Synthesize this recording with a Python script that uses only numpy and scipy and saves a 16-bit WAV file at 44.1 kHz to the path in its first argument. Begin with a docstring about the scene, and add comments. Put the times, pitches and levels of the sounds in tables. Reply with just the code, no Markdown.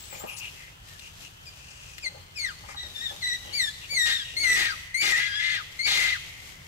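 """A young macaque squeals a few metres off to the left, in wet forest. Its vocal folds sing short falling
coos that grow into long calls, then vibrate chaotically and break into screeches. Ahead of the screams
come a thin whistle, hoarse rasps of breath, steps on wet leaves, drips and twig ticks. Trunks scatter
these sounds over a faint forest hiss, stirring foliage, a low rumble and soft handling noise."""
import sys
import numpy as np
from scipy import signal
from scipy.fft import rfft, irfft, next_fast_len
from scipy.io import wavfile
from scipy.ndimage import uniform_filter1d, minimum_filter1d

SR = 44100
rng = np.random.default_rng(int(sys.argv[2]) if len(sys.argv) > 2 else 0)


def transcribe(signal):
    """Save signal, clipped to [-1, 1], as a 16-bit WAV file at the path in sys.argv[1]."""
    frames = np.atleast_2d(signal).T
    limited = np.clip(frames, -1, 1)
    pcm = np.round(limited * 32767).astype(np.int16)
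    wavfile.write(sys.argv[1], SR, pcm)


N = 294147
T = np.arange(N) / SR

# thin whistles, one table each: time_s, pitch_hz, level_db, tremble_share
WHISTLES = [
    [(0, 7750, -45, 0.003), (.03, 7600, -47, .007), (.065, 8150, -48, 0.0057), (.1, 7850, -47, .006),
     (.135, 7550, -41, 0.0067), (.165, 6800, -55, 0.0081), (.2, 7200, -39, 0.0064),
     (.228, 7750, -47, 0.011), (.24, 8200, -85, 0.01)],
    [(.235, 12000, -62, 0.029), (.275, 12300, -41, 0.019), (.31, 10900, -50, 0.032),
     (.34, 10100, -48, 0.02), (.37, 9900, -45, 0.08), (.388, 7000, -38, 0.11), (.405, 5000, -41, 0.17)],
]
# colour of the distant forest: frequency_hz, level_db
FOREST_COLOUR = [(15, -33), (25, -3.5), (93, 3), (176, -6.5), (219, -21), (354, -29.5), (427, -24.5),
                 (515, -23), (879, -20.5), (1540, -20.5), (1810, -19), (2300, -30), (3090, -16.5),
                 (7680, -81), (15000, -34)]
# swells of stirred foliage: time_s, level_db
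RUSTLE_LEVELS = [(0, -45), (.15, -45.5), (.37, -55), (.45, -47), (.65, -46.5), (.85, -52.5), (1.24, -50.5),
                 (1.35, -53), (2.3, -55.5), (2.7, -50), (3.2, -47.5), (4.3, -50.5), (5.7, -53),
                 (6.2, -53.5), (6.38, -44.5), (6.6, -51.5)]
# colour of the foliage: frequency_hz, level_db
LEAF_COLOUR = [(200, 7), (600, 2), (1500, 2), (3000, 8.5), (7000, 4.5), (10000, -3), (14000, -1.5),
               (16000, -85)]
# swells of handling rumble on the microphones: time_s, level_db
HANDLING_LEVELS = [(0, -65.5), (2.8, -59.5), (3.6, -59.5), (4.05, -75.5), (4.5, -41.5), (4.8, -65),
                   (6.67, -61.5)]
# colour of the handling rumble: frequency_hz, level_db
HANDLING_COLOUR = [(20, -33), (60, 8.5), (170, -5.5), (350, -5), (800, -10.5), (3000, -91)]
# steps on wet leaves and soil: start_s, level_db, resonance_hz, decay_s
STEPS = [(0.124, -47.5, 616, 0.041), (0.204, -48.5, 1060, 0.13), (0.237, -35, 566, 0.0095),
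         (2.04, -59, 424, 0.082), (2.145, -54.5, 650, 0.035), (2.636, -50.5, 1032, 0.024),
         (2.687, -42.5, 1173, 0.019), (2.745, -44.5, 1240, 0.016), (2.83, -55.5, 429, 0.044),
         (3.11, -51, 686, 0.038), (3.45, -56, 480, 0.1), (3.921, -53.5, 399, 0.04)]
# resonances of the trunk under a foot: centre_hz, width_hz, gain_db
WOOD_MODES = [(197, 76, 11.5), (554, 110, 12), (846, 200, 7)]
# hoarse rasps: centre_s, length_s, level_db, resonance_hz, hiss_over_resonance_db
RASPS = [(0.147, 0.092, -46.5, 2280, -22), (0.317, 0.086, -39, 2650, -10), (0.378, 0.023, -38.5, 2770, 8),
         (0.447, 0.082, -37, 2670, -22), (0.632, 0.16, -51, 2090, -17), (1.048, 0.097, -46, 2700, -5),
         (1.251, 0.065, -47, 2760, -4.5), (1.778, 0.54, -49.5, 2680, -0.5), (2.708, 0.072, -43, 2150, -3.5),
         (3.519, 0.17, -46, 3023, -12), (3.839, 0.056, -45, 2726, -60), (4.288, 0.14, -42, 2845, -9)]
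# short coos: start_s, length_s, held_hz, crest_hz, crest_delay_s, crest_width_s, end_hz, level_db,
# overtones_db, strain_db_per_overtone, roughness_share, quaver_share
COOS = [(.86, .14, 1730, 1860, 0.024, 0.033, 1820, -57, -20, -16, .1, 0.036),
        (1.452, .05, 2360, 2520, 0, 0.025, 2380, -40.5, 6, -2, 0.17, 0),
        (2.017, 0.0723, 1942, 2600, 0, .03, 2061, -32, 3, -5.5, 0.18, 0.0025),
        (2.35, .182, 2141, 2638, 0, .04, 1100, -33, 2, -2, 0.19, 0.0023),
        (2.757, .135, 1930, 1954, 0.051, 0.029, 1870, -39.5, 20.5, -6.5, 0.22, 0.0161),
        (2.94, .19, 1792, 1918, .1, 0.024, 1715, -36, 12, -4.5, 0.18, 0.0051),
        (3.21, .16, 1956, 2128, 0.0025, 0.0175, 1904, -32.5, 7, -5.5, 0.09, 0.01816),
        (3.522, .184, 1807, 2327, .036, 0.051, 1712, -29, 5.5, -1.8, 0.15, 0)]
# how the throat passes the third and higher harmonics: frequency_hz, gain_db
THROAT_RESPONSE = [(3000, -59), (4500, 5), (5300, -15.5), (6300, -13), (7400, -12.5), (8700, -13),
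                   (9800, -22), (11500, -18.5), (13500, -22), (16000, -47)]
# colour of the throat when the folds vibrate chaotically: frequency_hz, level_db
SCREECH_COLOUR = [(150, -17.5), (430, -18.5), (700, -14), (950, -14), (1300, -13), (1750, -11), (2100, -2),
                  (2600, -9), (3700, -7), (4900, -12), (6500, -13), (9000, -21), (12000, -24),
                  (16000, -35.5)]
# drips and twig ticks: start_s, level_db, resonance_hz
TICKS = [(.994, -35.5, 3370), (1.26, -49, 9050), (1.486, -48, 6500), (1.982, -31, 1830)]
# screams: start_s, length_s, held_hz, crest_hz, crest_delay_s, crest_width_s, end_hz, slide_hz_per_s,
# drop_length_s, attack_s, opening_db, swell_delay_s, peak_db, sag_db_per_s, start_overtones_db,
# end_overtones_db, strain_db_per_overtone, break_delay_s, screech_length_s, roughness_share, blare_db
SCREAMS = [(3.884, .36, 1835, 2300, .04, .057, 1480, 180, .11, .05, -25.5, 0.173, -24, -52, -3, 18.5, -2.2, .18, 0.062, 0.75, -4),
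           (4.364, 0.39, 2053, 2250, .05, .036, 1299, -620, .09, 0.0046, -28.5, 0.065, -21.5, -28, 5.5, -31, -2, 0.2, 0.14, 0.99, 11),
           (4.941, .2, 2084, 2295, .07, 0.038, 2050, -1, .03, .004, -27.5, 0.066, -21.5, -13, -7.5, -5, -2, 0.085, .12, 1.04, -21),
           (5.119, .18, 2012, 1840, 0.026, .022, 1960, 2, 0.028, .005, -7, 0.011, -24.5, -77, -23, -12, -6, 0.0518, .15, 0.82, -7),
           (5.384, .245, 2060, 2080, 0.0974, 0.0507, 991, 0.5, .09, 0.017, -33, 0.039, -30.5, -1, -7, 3, -2, 0.0039, .21, .86, -3),
           (5.788, .395, 2063, 2285, 0.065, .036, 920, -3, .055, 0.0074, -29, 0.065, -20, -37.5, 2.5, -14, -6, 0.08, 0.27, 0.94, 27)]
# the second vocal fold's own line: time_s, pitch_hz, level_db, overtones_db, roughness_share
SECOND_FOLD = [(5.2, 1659, -33, -7, .2), (5.27, 1666, -37, 6, 0.04), (5.29, 1628, -34.5, -15, .5),
               (5.34, 1647, -31, 8, 0.58), (5.375, 1681, -25.5, 6, 0.15), (5.44, 1726, -40, -3, 0.16),
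               (5.51, 1747, -31.5, -14, 0.1), (5.59, 1613, -52, 13, 0.12)]
# reverb among the trees: band_hz, t60_s, level_db
TREE_REVERB = [(523, 0.37, -9), (1530, 0.78, 1), (2046, 2.24, -4), (2800, 1.16, 7), (3940, 0.82, 6.5),
               (7160, 0.84, 8.5), (13800, 0.91, 8)]
# right-channel phase shift of a source on the left, widened by the recorder: frequency_hz, phase_rad
RIGHT_PHASE = [(100, 1), (300, 1.97), (600, 2), (2300, 5), (3700, 4), (5300, 3.5), (8000, 9), (16000, 20)]
# how much weaker that source is in the right channel: frequency_hz, loss_db
RIGHT_LOSS = [(100, -0.5), (400, 2.5), (1300, 13.5), (2300, 7), (4200, 6), (8000, 22), (15000, 4)]

FOREST_DB, TOP_HZ = -49.5, 15700
COO_ATTACK_S, COO_RELEASE_S, COO_DROP_S, QUAVER_HZ = 0.03, 0.024, .1, 15.6
SCREAM_RELEASE_S, SWELL_S, BREAK_S, MEND_S, BLARE_S = 0.02017, 0.023, 0.023, 0.052, 0.11
OPENING_ROUGHNESS, PRESSED_ROUGHNESS, OPENING_RISE_DB_PER_S = 0.096, 0.41, 23
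# a throat resonance lifts the fundamental as it passes, so the call grows louder and purer there
PURE_HZ, PURE_WIDTH_HZ, PURE_LIFT_DB, PURE_OVERTONES_DB = 1976, 136, 5.5, -8.5
# the final drop speeds up; for each octave that it falls the voice grows weaker and duller
DROP_POWER, DROP_DB, DROP_OVERTONES_DB, DROP_STRAIN_DB = 1.3, -6.5, -27, -24
THROAT_LOW_HZ = 1210  # the small throat radiates little of the tone below this
LURCH_SHARE = 0.02004  # how far the pitch lurches in a screech


def undb(db):
    """Decibels to gain."""
    return 10 ** (np.asarray(db) / 20)


def unit(x):
    """Scale to rms 1."""
    return x / np.sqrt(np.mean(x ** 2) + 1e-18)


def curves(table):
    """Each column of a timed table, joined by straight lines."""
    times, *columns = np.transpose(table)
    return [np.interp(T, times, column) for column in columns]


def phrases(tables):
    """The joined curves of several calls, led by a soft gate that opens for each call."""
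    gate = sum(np.interp(T, [call[0][0], call[-1][0]], [1, 1], left=0, right=0) for call in tables)
    rows = sorted(tuple(row) for call in tables for row in call)
    return [uniform_filter1d(np.minimum(gate, 1), size=200), *curves(rows)]


def ramp(age, length):
    """Rise from 0 to 1 over a length of time."""
    return np.clip(age / max(length, 1e-4), 0, 1)


def along(points, hz):
    """Read (Hz, value) points on a log-frequency axis."""
    f, value = np.transpose(points)
    return np.interp(np.log(np.maximum(hz, 1)), np.log(f), value)


def shaped(x, gain):
    """Filter x by a gain that is a function of frequency."""
    n = next_fast_len(x.shape[-1] + 4096)
    return irfft(rfft(x, n) * gain(np.fft.rfftfreq(n, 1 / SR)), n)[..., :x.shape[-1]]


def colour(x, points):
    """EQ x with a (Hz, dB) curve, at rms 1."""
    return unit(shaped(x, lambda f: undb(along(points, f))))


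def ring(x, hz, width_hz):
    """One resonance."""
    return signal.lfilter(*signal.iirpeak(min(hz, .45 * SR), hz / width_hz, SR), x)


def noise(size=N):
    """White noise."""
    return rng.standard_normal(size)


def wander(hz):
    """Random motion of spread 1, rolled off above hz."""
    return unit(shaped(noise(), lambda f: 1 / (1 + (f / hz) ** 4)))


def whistle():
    """A thin wavering squeak with a softer octave, then a ragged fall from very high."""
    gate, hz, db, tremble = phrases(WHISTLES)
    phase = 2 * np.pi * np.cumsum(hz * (1 + tremble * wander(650))) / SR
    return gate * undb(db) * (np.sin(phase) + 0.53 * np.sin(2 * phase) * (2 * hz < SR / 2))


def forest():
    """A wide distant hiss over a rumble shared by both microphones."""
    mid, side = (colour(noise(), FOREST_COLOUR) * undb(wander(4.9)) for _ in range(2))
    side = shaped(side, lambda f: undb(along([(100, -32), (400, 4.5), (3000, 6.0)], f)))
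    return undb(FOREST_DB) * np.array([mid + side, mid - side]) / np.sqrt(2)


def foliage():
    """Stirred leaves crackle in uneven swells, a little louder on the left."""
    rustle_db, = curves(RUSTLE_LEVELS)
    leaves = np.array([colour(noise() * undb(1.96 * wander(200)), LEAF_COLOUR) for _ in range(2)])
    return leaves * undb(rustle_db + 2.44 * wander(6.0)) * undb([[1], [-3]])


def handling():
    """Low handling rumble on the microphones, swelling during the screams."""
    db, = curves(HANDLING_LEVELS)
    return undb(db) * np.array([colour(noise(), HANDLING_COLOUR) for _ in range(2)])


def knock(start_s, db, hz, decay_s, width_hz):
    """A damped burst of contact noise round one resonance."""
    age = np.arange(SR // 4) / SR
    burst = unit(ring(noise(len(age)), hz, width_hz)) * np.exp(-age / decay_s) * undb(db)
    return np.pad(burst, (max(int(start_s * SR), 0), N))[:N]


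def steps():
    """Soft footfalls that ring the wood a little, dulled by the wet litter."""
    contact = sum(knock(*step, width_hz=520) for step in STEPS)
    wood = sum(undb(db) * ring(contact, hz, width_hz) for hz, width_hz, db in WOOD_MODES)
    return shaped(0.79 * contact + wood, lambda f: 1 / np.sqrt(1 + (f / 2500) ** 2))


def rasps():
    """Unvoiced calls: ragged bursts of air through one strong resonance and a broad upper one."""
    air = noise() * undb(2.0 * wander(120))
    hiss = unit(ring(ring(air, 6000, 3200), 4500, 5400))
    out = np.zeros(N)
    for centre_s, length, db, hz, hiss_db in RASPS:
        throat = unit(ring(ring(air, hz, 440), hz, 730))
        swell = np.exp(-np.abs(2 * (T - centre_s) / length) ** 3)
        out += undb(db) * swell * unit(throat + undb(hiss_db) * hiss)
    return out


def arch(age, length, held_hz, crest_hz, crest_s, width_s, end_hz, drop_s):
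    """Pitch bends to a crest and back, then glides to its end note: pitch, octaves fallen in the glide."""
    hz = held_hz + (crest_hz - held_hz) * np.exp(-((age - crest_s) / width_s) ** 2)
    drop = 1 + (end_hz / held_hz - 1) * ramp(age - length + drop_s, drop_s) ** DROP_POWER
    return hz * drop, -np.log2(drop)


def coo(age, length, held_hz, crest_hz, crest_s, width_s, end_hz, db, bright_db, strain_db, rough, quaver):
    """Voice controls for a short relaxed call that may quaver."""
    hz, fallen = arch(age, length, held_hz, crest_hz, crest_s, width_s, end_hz, COO_DROP_S)
    hz = hz * (1 + quaver * np.cos(2 * np.pi * QUAVER_HZ * age))
    gate = ramp(age, COO_ATTACK_S) * ramp(length - age, COO_RELEASE_S)
    return gate, hz, db, bright_db, rough, strain_db, fallen


def vocal_folds(gate, hz, db, bright_db, rough, strain_db):
    """Folds near 2 kHz: a clean stack when relaxed, side tones and chaos when pressed."""
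    rough = np.clip(rough, 0, .98)
    db = np.minimum(db, -18)
    # every third cycle differs in a rough voice, which puts side tones round each harmonic
    flutter = np.sin(2 * np.pi * np.cumsum(hz * (1 + .015 * wander(60))) / SR / 3)
    # the pitch trembles, and single cycles grow uneven with roughness
    jitter = .008 * wander(90) + .005 * wander(500) + rough * (.013 * wander(200) + .04 * wander(1200))
    jitter += LURCH_SHARE * rough ** 2 * wander(45.85)
    phase = 2 * np.pi * np.cumsum(hz * (1 + jitter + 0.034 * rough ** 2 * flutter)) / SR
    # an open mouth lifts the octave over the fundamental
    bright = undb(np.clip(bright_db, -20, 20))
    root_gain = np.sqrt(2 / (1 + bright ** 2))
    octave_gain = bright * root_gain
    # hard closure strengthens the highest overtones; uneven closing instants blur them
    closure = phase + (.02 + .3 * rough ** 1.5) * wander(700)
    overtones = np.zeros(N)
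    for k in range(3, 8):
        harmonic_db = along(THROAT_RESPONSE, k * hz) + 5.5 + strain_db * (k - 2) + 2.45 * wander(77)
        overtones += undb(harmonic_db) * np.sin(k * closure) * (k * hz < TOP_HZ)
    overtones += octave_gain * np.sin(2 * phase) * undb(2.2 * wander(80))
    # in a screech the overtones dissolve first
    tone = root_gain * np.sin(phase) * np.sqrt(1 - .78 * rough ** 3) + overtones * (1 - rough ** 2.5)
    tone *= 1 + .55 * rough * flutter
    tone = shaped(tone, lambda f: 1 - 1 / (1 + (f / THROAT_LOW_HZ) ** 10))
    # hoarseness: the folds slip in phase, widening each low harmonic into a band
    slip = phase + 1.1 * wander(330)
    hoarse = unit(np.sin(slip) + undb(-11) * np.sin(2 * slip) + undb(-14) * np.sin(3 * slip))
    chaos = screech(phase, octave_gain, effort=np.clip((db + 29) / 7, 0, 1))
    return gate * undb(db) * (tone * (1 - .3 * rough) + .47 * rough * hoarse + .86 * rough ** 1.7 * chaos)


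def ticks():
    """Drips and twigs make short bright snaps."""
    return sum(knock(*tick, decay_s=0.0029, width_hz=2100) for tick in TICKS)


def scream(age, length, held_hz, crest_hz, crest_s, width_s, end_hz, slide_hz_per_s, drop_s, attack_s,
           opening_db, swell_s, peak_db, sag_db_per_s, start_bright_db, end_bright_db, strain_db,
           break_s, screech_s, roughness, blare_db):
    """Voice controls for a clear opening that swells and sags, breaks into a screech, and mends."""
    hz, fallen = arch(age, length, held_hz, crest_hz, crest_s, width_s, end_hz, drop_s)
    gate = ramp(age, attack_s) * ramp(length - age, SCREAM_RELEASE_S)
    since_swell = age - swell_s
    pressed = ramp(since_swell + SWELL_S / 2, SWELL_S)
    rising_db = opening_db + OPENING_RISE_DB_PER_S * since_swell
    sagging_db = peak_db + sag_db_per_s * since_swell
    db = (1 - pressed) * rising_db + pressed * sagging_db
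    broken = ramp(age - break_s + BREAK_S / 2, BREAK_S)
    broken *= ramp(break_s + screech_s + MEND_S / 2 - age, MEND_S)
    rough = OPENING_ROUGHNESS + pressed * (PRESSED_ROUGHNESS - OPENING_ROUGHNESS)
    rough += broken * (roughness - rough)
    blare = np.sin(np.pi * ramp(age - break_s, BLARE_S))  # the octave flares or ducks at the break
    bright_db = start_bright_db + (end_bright_db - start_bright_db) * age / length + blare_db * blare
    return gate, hz + slide_hz_per_s * age, db, bright_db, rough, strain_db, fallen


def screech(phase, octave_gain, effort):
    """Chaotic closures: turbulence pulsed by the cycle, with the mouth's upper resonance in fits."""
    air = colour(noise() * (1 + 0.56 * np.cos(phase)), SCREECH_COLOUR)
    fits = np.tanh(wander(64.0))
    wide = unit(air + (.7 * fits + .9 * octave_gain) * ring(air, 3650, 1200))
    # weak screeches are duller and lose their bass; full effort spreads them wide
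    narrow = 1.01 * unit(ring(ring(wide, 1800, 2400), 3800, 3600))
    return effort * wide + (1 - effort) * narrow


def macaque():
    """One throat sings the coos and screams in turn; where two meet, the one further open leads."""
    controls = np.zeros((7, N))
    controls[1] = PURE_HZ  # resting pitch
    for call, table in (coo, COOS), (scream, SCREAMS):
        for start_s, length, *row in table:
            span = (T >= start_s) & (T < start_s + length)
            new = np.array(np.broadcast_arrays(*call(T[span] - start_s, length, *row)))
            controls[:, span] = np.where(new[0] > controls[0, span], new, controls[:, span])
    gate, hz, db, bright_db, rough, strain_db, fallen = controls
    pure = np.exp(-((hz - PURE_HZ) / PURE_WIDTH_HZ) ** 2)
    db = db + PURE_LIFT_DB * pure + DROP_DB * fallen
    bright_db = bright_db + PURE_OVERTONES_DB * pure + DROP_OVERTONES_DB * fallen
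    return vocal_folds(gate, hz, db, bright_db, rough, strain_db + DROP_STRAIN_DB * fallen)


def second_fold():
    """Late in the screaming, the second vocal fold holds a pitch of its own."""
    return vocal_folds(*phrases([SECOND_FOLD]), strain_db=-7)


def trees(x, trunks_db, trunk_decay_s, tail_db):
    """Near trunks return sparse echoes; the far ones blur into a long tail."""
    age = np.arange(int(1.5 * SR)) / SR
    band_hz = np.array(TREE_REVERB)[:, 0]
    edges = [0, *np.sqrt(band_hz[1:] * band_hz[:-1]), SR]
    out = []
    for _ in range(2):
        trunks = noise(len(age)) * (rng.random(len(age)) < 900 / SR)  # about 900 echoes a second
        trunks *= np.exp(-age / trunk_decay_s) * (age > .002)
        tail = np.zeros(len(age))
        for (_, t60, db), low, high in zip(TREE_REVERB, edges, edges[1:]):
            band = shaped(noise(len(age)), lambda f: (f >= low) & (f < high))
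            tail += undb(db) * band * np.exp(-np.log(1000) * age / t60)
        tail *= (1 - np.exp(-age / 0.045)) / np.sqrt(SR / 20)
        response = undb(trunks_db) * trunks / np.linalg.norm(trunks) + undb(tail_db) * tail
        out.append(signal.fftconvolve(x, response)[:N])
    return np.array(out)


def place_left(x):
    """A source on the left, widened by the recorder: the right channel is weaker and phase-shifted."""
    right = shaped(x, lambda f: undb(-along(RIGHT_LOSS, f)) * np.exp(-1j * along(RIGHT_PHASE, f)))
    return 1.227 * np.array([x, right])


def scene():
    """Calls, steps and ticks sit left of centre and share the trees' echoes, over the forest bed."""
    sources = macaque() + second_fold() + whistle() + rasps() + steps() + ticks()
    echoes = trees(sources, trunks_db=-4.5, trunk_decay_s=0.012, tail_db=-16.5)
    return place_left(sources) + echoes * undb([[1], [-1]]) + forest() + foliage() + handling()


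def limiter(x, ceiling):
    """Turn both channels down just ahead of any peak over the ceiling."""
    gain = np.minimum(1, ceiling / (np.abs(x).max(axis=0) + 1e-9))
    return x * uniform_filter1d(minimum_filter1d(gain, size=90), size=90)


def record(dry):
    """The recorder holds down the loudest screeches and cuts the top."""
    held = limiter(dry, ceiling=.245)
    return signal.sosfilt(signal.ellip(10, .2, 80, TOP_HZ, fs=SR, output="sos"), held)


dry = scene()
out = record(dry)
transcribe(out)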